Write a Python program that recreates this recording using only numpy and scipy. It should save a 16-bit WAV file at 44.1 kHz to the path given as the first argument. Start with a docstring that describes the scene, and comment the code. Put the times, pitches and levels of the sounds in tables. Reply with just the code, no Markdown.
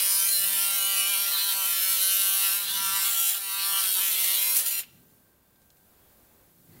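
"""First heard, close to the microphone in an operating room: a powered oscillating saw cuts bone along a steel guide.
Knocks and tooth contacts on every stroke excite steel colours and resonances, with chatter, skids and rasps.
It cracks through and stops. Under it lie shaped-noise hiss like suction, low rumble swells, air and faint tones.
Then come soft ticks from bursts of grit, rubbing gloves with one sine squeak, and a blade rung by friction noise."""
import sys
import numpy as np
from scipy import signal
from scipy.fft import rfft, irfft
from scipy.io import wavfile
from scipy.ndimage import uniform_filter1d, map_coordinates

SR = 44100
rng = np.random.default_rng(int(sys.argv[2]) if len(sys.argv) > 2 else 0)


def persist_wave(psi):
    """Save psi, clipped to +-1, as 16-bit WAV."""
    counts = np.round(np.clip(psi, -1, 1) * 32767).astype(np.int16)
    wavfile.write(sys.argv[1], SR, np.atleast_2d(counts).T)


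N = 299880


def from_db(db):
    """Decibels to gain."""
    return 10 ** (np.asarray(db) / 20)


def rms_one(x):
    """Scale to unit rms."""
    return x / np.sqrt(np.mean(x ** 2) + 1e-20)


def seconds():
    """Time of every sample."""
    return np.arange(N) / SR


def in_time(rows):
    """Each column of a curve at every sample."""
    s, *columns = np.transpose(rows)
    return [np.interp(seconds(), s, c) for c in columns]


def ramp(middle_s, takes_s):
    """Straight rise from 0 to 1, half way at middle_s."""
    return np.clip((seconds() - middle_s) / takes_s + .5, 0, 1)


def spell(start_s, end_s, fade_s):
    """Rise at start_s and fall at end_s."""
    return ramp(start_s, fade_s) - ramp(end_s, fade_s)


def snap(start_s, decay_s):
    """An abrupt rise and an exponential fall."""
    age = seconds() - start_s
    return (age > 0) * np.exp(-np.abs(age) / decay_s)


def drift(rate, t):
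    """Smooth random curve around 0 with a spread near 1, `rate` knots per unit of t."""
    knots, fine = 512, 16
    curve = signal.resample(rng.standard_normal(knots), knots * fine)
    return np.interp(t * rate % knots * fine, np.arange(knots * fine), curve)


def coloured(x, spectrum):
    """Give x a smooth spectrum; rms 1."""
    hz, db = np.transpose(spectrum)
    bins = np.maximum(np.fft.rfftfreq(N, 1 / SR), 1)
    gain = from_db(np.interp(np.log(bins), np.log(hz), db))
    return rms_one(irfft(rfft(x) * gain, N))


def band(x, low_hz, high_hz, order=4):
    """Butterworth band-pass."""
    return signal.sosfilt(signal.butter(order, [low_hz, high_hz], "band", fs=SR, output="sos"), x)


def resonance(x, hz, width_hz):
    """One resonance with gain near 1 on top."""
    r = np.exp(-np.pi * width_hz / SR)
    zeros = np.array([1, 0, -1]) * (1 - r * r) / 2
    return signal.lfilter(zeros, [1, -2 * r * np.cos(2 * np.pi * hz / SR), r * r], x)


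def evened(x, span_s=0.15):
    """Hold the short-term rms near 1."""
    size = int(span_s * SR / 2)
    power = uniform_filter1d(uniform_filter1d(x * x, size), size)
    return x / np.sqrt(np.abs(power) + 1e-12)


def lifted(x, rows, fade_s):
    """Blade modes swell and fade as the free length and the grip of the slot change."""
    out = x
    for start, end, hz, width_hz, lift_db in rows:
        grip = spell(start, end, fade_s)
        out = out + grip * (from_db(lift_db) - 1) * resonance(x, hz, width_hz)
    return out


# dull colour of the room air, also of the gloves' rub: f/Hz, relative level/dB per Hz
DULL_COLOUR = [(25, -8.5), (65, 1), (150, -6.5), (350, -5), (570, -7), (1200, -13), (1800, -16),
               (3400, -22.5), (5000, -22.5), (8000, -67)]
AIR_DB = -67.5


def room_air():
    """Steady noise of the room, coloured dull."""
    return from_db(AIR_DB) * coloured(rng.standard_normal(N), DULL_COLOUR)


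# equipment tones: f/Hz, rms level/dB around which each wavers
EQUIPMENT_TONES = [(1570, -80.5), (586, -84), (3564, -92)]
TONE_WAVER_DB, TONE_WAVER_PER_S = 2.6, 9.0


def equipment():
    """Steady sine pitches whose levels waver independently."""
    t, out = seconds(), 0
    for hz, db in EQUIPMENT_TONES:
        level = from_db(db + TONE_WAVER_DB * drift(TONE_WAVER_PER_S, t))
        out = out + level * np.sqrt(2) * np.sin(2 * np.pi * hz * t)
    return out


# swells of rumble: t/s at the top, level/dB added to the bed
RUMBLE_SWELLS = [(.5, -60), (2.82, -56.5), (5.0, -64), (6.78, -55.5)]
SWELL_RISE_S, SWELL_FALL_S, RUMBLE_BED_DB = 0.14, 0.17, -72


def swells():
    """Gain of the rumble: a steady bed and swells that rise faster than they fall."""
    t, gain = seconds(), from_db(RUMBLE_BED_DB)
    for top_s, db in RUMBLE_SWELLS:
        side_s = np.where(t < top_s, SWELL_RISE_S, SWELL_FALL_S)
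        gain = gain + from_db(db) * np.exp(-((t - top_s) / side_s) ** 2)
    return gain


# colour of the rumble: f/Hz, relative level/dB per Hz
RUMBLE_COLOUR = [(25, -21), (50, -21), (100, -3), (160, 0), (220, -2.5), (330, -10.5), (600, -24),
                 (1200, -63)]


def rumble():
    """Low noise that swells."""
    return swells() * coloured(rng.standard_normal(N), RUMBLE_COLOUR)


# thin hiss before its trim: t/s, level/dB
HISS_CURVE = [(4.9, -58), (5.15, -60), (5.4, -65), (5.7, -61.5), (6.1, -58.5), (6.55, -60), (6.8, -55.5)]
# colour of the hiss: f/Hz, relative level/dB per Hz
HISS_COLOUR = [(1200, -34), (2500, -19), (3500, -14), (5000, -15), (7500, -10.5), (10000, -9), (13800, -3),
               (15700, -3.5)]


def hiss(trim_db=-0.1, echo=0.27, path_s=0.0026):
    """Noise like suction, with a near reflection whose path shifts slowly."""
    t = seconds()
    jet = rng.standard_normal(N)
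    lag = path_s * (1 + 0.13 * drift(2.9, t))
    jet = jet + echo * map_coordinates(jet, [(t - lag) * SR], order=3)
    return from_db(in_time(HISS_CURVE)[0] + trim_db) * coloured(jet, HISS_COLOUR)


def background():
    """The bed behind the close sounds."""
    return hiss() + rumble() + room_air() + equipment()


ROOM_T60_S, ROOM_DB = 0.6, -20


def room(x, treble_t60_s=0.013, treble_db=-3):
    """Diffuse tail of a hard-walled room; the treble dies sooner."""
    t = np.arange(SR) / SR
    low, high = rng.standard_normal((2, SR))
    low_tail = band(low, 300, 4400, order=2) * from_db(-60 * t / ROOM_T60_S)
    high_tail = band(high, 6100, 12000, order=2) * from_db(treble_db - 60 * t / treble_t60_s)
    tail = (low_tail + high_tail) * (t > .006)   # silent until the first reflection
    tail = tail / np.sqrt(np.sum(tail ** 2) * 2)   # energy one half
    return from_db(ROOM_DB) * signal.fftconvolve(x, tail)[:N]


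# modes of the blade as it slides out: f/Hz, width/Hz, rms level/dB before the fade-in
SLIDE_MODES = [(2030, 200, -70), (4400, 100, -71)]
SLIDE_S = 6.72
HANDLING_FADE_S = 0.11   # for the slide and the gloves


def slide():
    """Friction sets two modes of the idle blade ringing faintly as it slides out."""
    friction = rng.standard_normal(N)
    modes = sum(from_db(db) * rms_one(resonance(friction, hz, width)) for hz, width, db in SLIDE_MODES)
    return ramp(SLIDE_S, HANDLING_FADE_S) * modes


# the gloved hand steadies the slice, then lifts it out:
# from t/s, to t/s, dull rub level/dB, rustle level/dB before its crinkle
GLOVE_RUBS = [(5.85, 6.51, -65.5, -95), (6.71, 6.9, -62, -74)]
SQUEAK_S, SQUEAK_HZ = 6.04, 3300   # its middle, and the pitch it wavers around


def gloves(crinkle_db=-3.0, squeak_waver_hz=35, squeak_db=-79, squeak_lasts_s=0.078):
    """Rubber rubs over wet bone: a dull rub, a crinkling rustle and one faint squeak."""
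    t = seconds()
    rub = coloured(rng.standard_normal(N), DULL_COLOUR)
    scratch = rms_one(band(rng.standard_normal(N), 1400, 5000, order=2))
    rustle = from_db(crinkle_db * drift(60, t)) * scratch
    pitch = SQUEAK_HZ + squeak_waver_hz * drift(60, t)
    whistle = rms_one(np.sin(2 * np.pi * np.cumsum(pitch) / SR))
    out = from_db(squeak_db) * np.exp(-((t - SQUEAK_S) / squeak_lasts_s) ** 2) * whistle
    for start, end, rub_db, rustle_db in GLOVE_RUBS:
        touch = from_db(rub_db) * rub + from_db(rustle_db) * rustle
        out = out + spell(start, end, HANDLING_FADE_S) * touch
    return out


# the loose slice of bone ticks on the blade: t/s, level/dB before the trim
BONE_TICKS = [(5.558, -60), (5.617, -57), (5.624, -62), (5.703, -50.5), (5.769, -57), (5.829, -67),
              (6.7194, -61)]


def ticks(decay_s=0.0032, trim_db=-3, ring_hz=3900, ring_width_hz=1500, ring_db=3):
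    """Short damp cracks with a touch of steel."""
    grit = band(rng.standard_normal(N), 2000, 9980, order=1)
    blows = sum(from_db(db + trim_db) * snap(s, decay_s) for s, db in BONE_TICKS)
    return blows * rms_one(grit + from_db(ring_db) * resonance(grit, ring_hz, ring_width_hz))


# the blade snags, cracks the last bridge of bone and grates as it stops:
# t/s, level/dB of the noise at the onset, f/Hz, width/Hz, decay/s
BONE_CRACKS = [(3.305, -39, 4500, 5000, 0.044), (4.553, -34.5, 2717, 894, 0.013),
               (4.566, -19.5, 10620, 6000, 0.017), (4.569, -59, 1200, 1200, .012),
               (4.587, -27.5, 10100, 6000, 0.036), (4.591, -47, 900, 1000, 0.0095),
               (4.606, -44, 3320, 1800, 0.0057), (4.833, -42, 2730, 450, 0.0091)]


def cracks():
    """Short bursts of splintering: noise through one resonance each."""
    grit, out = rng.standard_normal(N), 0
    for s, db, hz, width_hz, decay_s in BONE_CRACKS:
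        out = out + from_db(db) * snap(s, decay_s) * rms_one(resonance(grit, hz, width_hz))
    return out


# the teeth lose their groove and skid: from t/s, to t/s, skid 0-1
SKID_SPELLS = [(-.05, 0.044, .4), (0.219, .3, 0.13), (0.436, 0.493, 0.21), (1.15, 1.191, 0.11),
               (1.254, 1.399, .36), (2.472, 2.531, 0.18), (1.511, 1.55, 0.32), (1.623, 1.677, .3),
               (1.968, 2.029, 0.35), (2.53, 2.783, 0.13), (2.625, 2.71, 0.48), (2.993, 3.07, 0.21),
               (3.082, 3.155, 0.62), (3.305, 3.345, 0.76), (3.352, 3.417, .35), (3.803, 3.872, .35),
               (3.917, 4.019, .3), (4.1, 4.2, 0.31), (4.223, 4.28, .75), (4.29, 4.437, 0.14),
               (4.55, 4.649, 0.93), (4.649, 4.716, 0.39), (4.793, 4.901, 1)]
SKID_FADE_S = 0.017   # time to slip in or out


def skidding():
    """How far the teeth are out of their groove, 0-1."""
    return np.clip(sum(depth * spell(start, end, SKID_FADE_S) for start, end, depth in SKID_SPELLS), 0, 1)


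# the housing's hum: t/s, then level/dB at 2, 3 and 4 times the stroke rate
HOUSING_HUM = [(0, -71, -56.5, -62), (.25, -68, -56.5, -65), (.6, -67, -55, -56), (.95, -67, -53, -54),
               (1.3, -65, -56, -58), (1.42, -64, -66, -62), (1.58, -62, -55, -52), (1.72, -73, -59, -61),
               (1.92, -72, -57, -70), (2.05, -70, -56, -63), (2.4, -69, -61, -53), (2.65, -66, -63, -62),
               (2.9, -70, -65, -58), (3.25, -67, -63, -55), (3.5, -67, -69, -63), (3.75, -77, -58, -52),
               (3.95, -62, -64, -66), (4.3, -62, -57, -58), (4.52, -63, -58, -66), (4.79, -66, -64, -64)]


def housing(turns, skid, shake_db=-12, rub_db=-60, steady_rub=0.48):
    """The handpiece shakes once per stroke and hums on the next three multiples, over a dull rub."""
    levels = in_time(HOUSING_HUM)
    levels = [levels[1] + shake_db] + levels   # the shake follows the hum at 3 times the rate
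    tones = 0
    for k, db in enumerate(levels, 1):
        tones = tones + from_db(db) * np.sqrt(2) * np.sin(2 * np.pi * (k * turns + rng.random()))
    rub = rms_one(band(rng.standard_normal(N), 450, 1160, order=2))
    return tones + from_db(rub_db) * (steady_rub + skid) * rub


# clean vibration of the drive: multiple of the stroke rate, relative level/dB around which it sways
DRIVE_HARMONICS = [(5, 2), (6, 0), (7, 4), (8, 5.5), (9, 1)]


def drive(turns, sway_db=3):
    """The swinging mechanism shakes the housing at clean multiples of the stroke rate."""
    out = 0
    for k, db in DRIVE_HARMONICS:
        level = from_db(db + sway_db * drift(8, seconds()))
        out = out + level * np.sin(2 * np.pi * (k * turns + rng.random()))
    return rms_one(out)


def buzz(turns, count=42, middle=18.0, spread=0.0452, scatter=0.82, top_hz=6500):
    """Each reversal flexes the blade; the bending wave smears in time but keeps an even comb of harmonics."""
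    out, wander = 0, drift(3.0, seconds())
    mean_rate = turns[-1] * SR / N
    for k in range(3, count):
        offset, sway = scatter * rng.standard_normal(2)
        gain = 1 / np.hypot(1, (k * mean_rate / top_hz) ** 2)
        smear = spread * (k - middle) ** 2 / 2
        out = out + gain * np.cos(2 * np.pi * (k * turns + smear) + offset + sway * wander)
    return rms_one(out)


def chips(chatter, per_s=65.0, size_db=-2.0):
    """Splinters of bone crack off at random, more often as the blade chatters."""
    born = rng.random(N) < per_s * chatter / SR
    size = from_db(size_db * np.clip(rng.standard_normal(N), -2, 1))
    return born * rng.choice([-1, 1], N) * size


JITTER_S, SKID_S = 8e-6, 5e-5   # timing scatter of a tooth at full chatter, and added in a full skid
SHIFT_PER_S, SKID_SHIFT_PER_S = 8.5, 48.0   # rate of new bites, and added in a full skid


def contacts(turns, chatter, skid, count=28, bunch_db=-1.0, reversal_db=1.5, uneven_db=3.5, creep_s=3e-5):
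    """Teeth catch near fixed places in each stroke, hardest near one reversal; their bite shifts as the cut deepens."""
    t, strokes = seconds(), np.arange(int(turns[-1]) - 1)
    fine = 4   # oversampling, for timing finer than a sample
    clicks = np.zeros(fine * N)
    progress = np.cumsum(SHIFT_PER_S + SKID_SHIFT_PER_S * skid) / SR
    for k in range(count):
        place = (k + rng.random()) / count
        at = np.interp(strokes + place, turns, t)
        rough = np.interp(at, t, chatter)
        scatter, force = rng.standard_normal((2, 2048))[:, :len(at)]
        place_db = bunch_db * np.cos(2 * np.pi * place) + reversal_db * np.cos(4 * np.pi * place)
        db = place_db + uneven_db * rough * force
        # the sign of the bite pushes or pulls the blade
        bite = np.tanh(drift(1, np.interp(at, t, progress) + rng.random()))
        jitter = (JITTER_S * rough + SKID_S * np.interp(at, t, skid)) * scatter
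        at = at + creep_s * drift(6, at) + jitter
        np.add.at(clicks, np.clip(at * SR * fine, 0, fine * N - 1).astype(int), bite * from_db(db))
    return rms_one(signal.resample_poly(clicks, 1, fine))


def blade_echoes(x, count=6, share=0.22, trip_s=.0022):
    """Bending waves bounce between tip, slot and clamp, carving the treble into shifting ridges."""
    treble, out = band(x, 4300, 16000, order=2), x
    shifts_per_s = 7
    for lag in (rng.uniform(.2, 1, count) * trip_s * SR).astype(int):
        out = out + share * drift(shifts_per_s, seconds()) * np.roll(treble, lag)
    return out


# drone of the bone: t/s, level/dB
DRONE_CURVE = [(0.0, -51), (0.17, -48), (0.39, -61), (0.47, -52), (1.18, -47.5), (1.26, -56), (1.36, -44),
               (1.38, -51), (1.6, -45), (1.83, -56), (1.9, -52), (2.15, -56.5), (2.33, -46.5),
               (2.69, -52.5), (2.79, -44), (2.98, -41), (3.26, -61), (3.38, -57.5), (3.54, -46),
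               (3.78, -41.5), (3.93, -63.5), (3.98, -43.5), (4.09, -56.5), (4.5, -49), (4.63, -62),
               (4.8, -59)]
# whine just above it: t/s, level/dB
WHINE_CURVE = [(0.0, -48), (0.17, -44), (0.37, -46.5), (0.59, -43.5), (2.41, -43.5), (2.47, -40.5),
               (2.66, -47), (2.89, -38), (2.91, -40.5), (3.41, -47), (3.46, -55), (3.54, -44),
               (3.85, -41.5), (3.94, -50), (3.97, -44), (4.18, -50.5), (4.53, -49), (4.8, -52.5)]
# rattle of the blade before its trim: t/s, level/dB
RATTLE_CURVE = [(0.0, -30.5), (0.03, -34), (0.72, -34), (1.0, -31), (1.299, -33.5), (1.39, -29),
                (1.58, -35.5), (2.08, -31.5), (2.38, -34.5), (2.449, -31), (2.63, -37.5), (2.67, -34.5),
                (3.311, -34.5), (3.42, -41.5), (3.6, -34.5), (4.22, -33.5), (4.33, -31), (4.59, -37.5),
                (4.64, -42.5), (4.67, -37.5), (4.8, -38)]
# how hard the teeth bite, as the level of their sizzle: t/s, level/dB
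BITE_CURVE = [(0.0, -26), (0.13, -23.5), (0.49, -26), (1.11, -26.5), (1.349, -28.5), (2.12, -24),
              (2.53, -25.5), (2.67, -33), (2.71, -30), (3.29, -24.5), (3.4, -34.5), (3.759, -26.5),
              (4.42, -25), (4.49, -25.5), (4.59, -25), (4.62, -30.5), (4.645, -33), (4.67, -25.5),
              (4.75, -30), (4.795, -29)]
# the blade is drawn back along the guide and scrapes more: from t/s, to t/s, lift of level/dB
DRAW_BACK = (2.8, 3.36, 3.1)


def register_levels(drone_db=0.0, whine_db=0.0, rattle_db=0.47, scrape_db=-10.0, sizzle_db=0.0, fade_s=0.17):
    """Levels of the five registers in dB; scrape and sizzle both follow the bite."""
    curves = (DRONE_CURVE, WHINE_CURVE, RATTLE_CURVE, BITE_CURVE)
    (drone,), (whine,), (rattle,), (bite,) = map(in_time, curves)
    start, end, lift_db = DRAW_BACK
    scrape = bite + scrape_db + lift_db * spell(start, end, fade_s)
    return [drone + drone_db, whine + whine_db, rattle + rattle_db, scrape, bite + sizzle_db]


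# blade speed before its scatter: t/s, strokes per s
STROKE_RATE = [(0.014, 191.9), (0.116, 195.8), (0.136, 193.9), (0.161, 196.9), (0.231, 194.2),
               (0.256, 197.3), (0.295, 196.1), (0.311, 197.7), (0.349, 197.2), (0.379, 194.2),
               (0.469, 197.2), (0.492, 194.7), (0.551, 197.0), (0.576, 194.1), (0.621, 198.0),
               (0.794, 195.8), (0.81, 194.0), (0.83, 196.7), (1.039, 195.3), (1.111, 198.7), (1.141, 197.6),
               (1.161, 193.8), (1.2, 198.9), (1.277, 196.5), (1.315, 200.2), (1.367, 192.4), (1.408, 197.8),
               (1.458, 198.3), (1.537, 193.5), (1.565, 195.7), (1.605, 194.1), (1.633, 189.1),
               (1.644, 190.2), (1.678, 199.7), (1.726, 194.7), (1.866, 190.2), (1.907, 192.4),
               (2.027, 190.0), (2.054, 192.5), (2.154, 193.0), (2.184, 195.3), (2.288, 192.8),
               (2.458, 196.0), (2.492, 191.5), (2.556, 198.6), (2.61, 200.5), (2.626, 197.3),
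               (2.653, 199.0), (2.696, 193.8), (2.737, 196.9), (2.766, 194.4), (2.807, 196.0),
               (2.893, 193.3), (2.946, 195.8), (3.039, 192.6), (3.054, 195.9), (3.093, 197.5),
               (3.152, 194.5), (3.299, 195.8), (3.32, 193.7), (3.363, 197.0), (3.385, 194.9),
               (3.435, 196.1), (3.51, 193.5), (3.569, 197.0), (3.608, 194.7), (3.662, 196.4),
               (3.796, 194.7), (3.848, 189.5), (3.93, 192.4), (3.98, 185.9), (4.02, 196.1), (4.1, 189.6),
               (4.125, 191.4), (4.154, 186.9), (4.19, 189.9), (4.231, 190.4), (4.243, 188.7),
               (4.286, 193.5), (4.306, 190.4), (4.34, 192.7), (4.44, 192.9), (4.478, 190.4), (4.578, 194.9),
               (4.592, 193.5), (4.624, 197.0), (4.637, 201.2), (4.671, 195.3), (4.778, 197.3),
               (4.798, 191.2)]
# how unevenly the teeth catch as they cut: t/s, chatter 0-1
CHATTER_CURVE = [(0, 0.9), (.2, 0.9), (0.419, 0.94), (0.531, 0.93), (.92, 0.84), (1.24, 0.8), (1.342, 0.66),
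                 (1.45, 0.9), (1.661, 0.83), (1.751, 0.82), (2.35, 0.69), (2.75, 0.92), (3.27, 0.83),
                 (3.32, 1), (3.42, 0.83), (3.721, 0.88), (4.09, 0.81), (4.2, 0.95), (4.53, 0.85), (4.56, 1),
                 (4.63, 1), (4.7, 0.95)]
# how hard the blade slaps the slot once per stroke: t/s, extra gain at the slap
SLOT_SLAP = [(0, 1.0), (.35, 1.2), (.65, .8), (.85, .05), (1.12, .1), (1.22, 1.0), (1.4, .3), (1.95, .3),
             (2.15, .9), (2.4, .45), (3.3, .3), (3.8, .4), (3.95, 1.0), (4.15, .3), (4.75, .5)]
# colour of blade and guide: f/Hz, relative level/dB per Hz
STEEL_COLOUR = [(300, -41), (700, -27.5), (1400, -13.5), (1800, -14), (2300, -11), (2950, -6), (3550, -9.5),
                (4150, -5), (4700, -11), (6200, -13), (8200, -11), (9400, -2), (12600, 0.5), (15800, -1)]
# the wedged blade rings: from t/s, to t/s, f/Hz, width/Hz, lift of level/dB before the registers are evened
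WEDGED_RINGS = [(0, 0.417, 10800, 410, 5), (0, 0.496, 9200, 400, 6.5), (0, 0.285, 2330, 200, 6),
                (0, 0.453, 5080, 158, 10), (0.094, 0.226, 4620, 120, 9), (0.267, 0.45, 4140, 250, 5),
                (0.51, 1.155, 2430, 250, 6), (0.9, 1.267, 11500, 300, 6), (0.613, 1.256, 9390, 300, 7.5),
                (0.688, 1.097, 5390, 250, 4), (0.4, 1.15, 2940, 180, 5.5), (1.3, 1.53, 3860, 598, 8.5),
                (1.62, 2.351, 11200, 299.3, 2), (1.71, 2.389, 1554, 121.4, 7.5),
                (1.777, 2.612, 12580, 398, 6), (1.831, 2.455, 2950, 220, 5), (1.98, 2.226, 3900, 303.9, 7),
                (1.997, 2.59, 10320, 247, 9.5), (2.25, 2.602, 13310, 250, 4), (2.609, 2.79, 3700, 800, 9),
                (2.912, 3.021, 990, 120, 7), (2.901, 3.315, 14440, 400, -2), (3.149, 3.384, 3330, 400, 6.5),
                (2.95, 3.391, 7430, 599, 9.5), (3.495, 3.9, 1155, 75, 10), (3.496, 3.74, 4300, 244.5, 5.5),
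                (3.5, 3.658, 3757, 119.6, 11), (3.52, 3.87, 5850, 200, 1), (3.62, 3.93, 9100, 500, 5),
                (3.697, 4.444, 3320, 500, 6), (3.869, 4.54, 12310, 250, 6), (4.001, 4.519, 2096, 200, 6),
                (4.553, 4.821, 9640, 296, 2), (4.638, 4.827, 7100, 220, 15), (4.648, 4.85, 2710, 160, 7)]
# brief rasps as the blade bites into harder bone: from t/s, to t/s, f/Hz, width/Hz, lift of level/dB
HARD_BONE_RASPS = [(0.28, 0.393, 4100, 500, 3.5), (1.1, 1.16, 2620, 400, 2), (1.4, 1.44, 1506, 400, 3),
                   (1.49, 1.528, 3870, 902, 3), (1.605, 1.673, 2850, 600, 2.5),
                   (2.67, 2.732, 3850, 700, 3.5), (2.74, 2.807, 3000, 1211, 3),
                   (2.944, 3.017, 2950, 600, 4.5), (3.044, 3.1, 3400, 602, 5.5),
                   (3.59, 3.65, 4304, 600, 4.5), (3.731, 3.795, 3000, 500, 5)]
# edges of drone, whine, rattle, scrape and sizzle, in that order: f/Hz
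REGISTER_EDGES = [880, 1270, 1850, 5500, 8700, 16000]
RING_FADE_S, RASP_FADE_S = .04, 0.0079
HUNT, HUNT_PER_S = .004, 60.0   # scatter of the strokes (share of the speed, times roughness) and its rate
RELEASE_S, RUN_DOWN_S = 4.799, 0.0165   # trigger let go, the sound dies away: start and decay time of the fade


def saw(buzz_db=-0.8, dust_db=-11.0, chip_db=12, drive_db=-22, grind_db=-22, flutter_db=0.59, flutter_per_s=22.0):
    """Tooth contacts, splinters and gritty bone dust excite the steel; the drive hums underneath."""
    (speed,), (chatter,), (slap,) = map(in_time, (STROKE_RATE, CHATTER_CURVE, SLOT_SLAP))
    t, skid = seconds(), skidding()
    scattered_speed = speed * (1 + HUNT * (chatter / 2 + skid) * drift(HUNT_PER_S, t))
    turns = np.cumsum(scattered_speed) / SR   # strokes so far
    dust_gain = from_db(dust_db) * (chatter + skid) * (1 + .5 * np.cos(2 * np.pi * turns))
    dust = dust_gain * rng.standard_normal(N)
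    debris = band(dust + from_db(chip_db) * chips(chatter), 3500, 22000, order=1)
    # chatter and skids take away the even buzz
    flex = from_db(buzz_db) * np.sqrt(np.clip(1 - chatter, 0, 1)) * (1 - skid) * buzz(turns)
    knock = 1 + slap * np.cos(np.pi * turns) ** 8   # peaks once per stroke
    teeth = coloured(blade_echoes(knock * (contacts(turns, chatter, skid) + debris + flex)), STEEL_COLOUR)
    # a skid breaks the clean hum up into grinding
    hum = from_db(drive_db) * (1 - skid) * drive(turns)
    grind = from_db(grind_db) * skid * rms_one(band(rng.standard_normal(N), 1370, 2800, order=1))
    sound = lifted(teeth + hum + grind, WEDGED_RINGS, RING_FADE_S)
    # each register follows its level curve, and flutters as the blade chatters
    out = 0
    for db, low_hz, high_hz in zip(register_levels(), REGISTER_EDGES, REGISTER_EDGES[1:]):
        gain = from_db(db + flutter_db * chatter * drift(flutter_per_s, t))
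        out = out + gain * evened(band(sound, low_hz, high_hz, order=8))
    out = lifted(out, HARD_BONE_RASPS, RASP_FADE_S) + housing(turns, skid)
    return out * np.exp(-np.maximum(t - RELEASE_S, 0) / RUN_DOWN_S)


def scene():
    """One close microphone feeds both channels."""
    near = slide() + gloves() + ticks() + cracks() + saw()
    return np.tile(near + room(near) + background(), (2, 1))


CUTOFF_HZ = 15750


def record(dry):
    """The top is cut steeply."""
    return signal.sosfilt(signal.ellip(12, .1, 80, CUTOFF_HZ, fs=SR, output="sos"), dry)


dry = scene()
out = record(dry)
persist_wave(out)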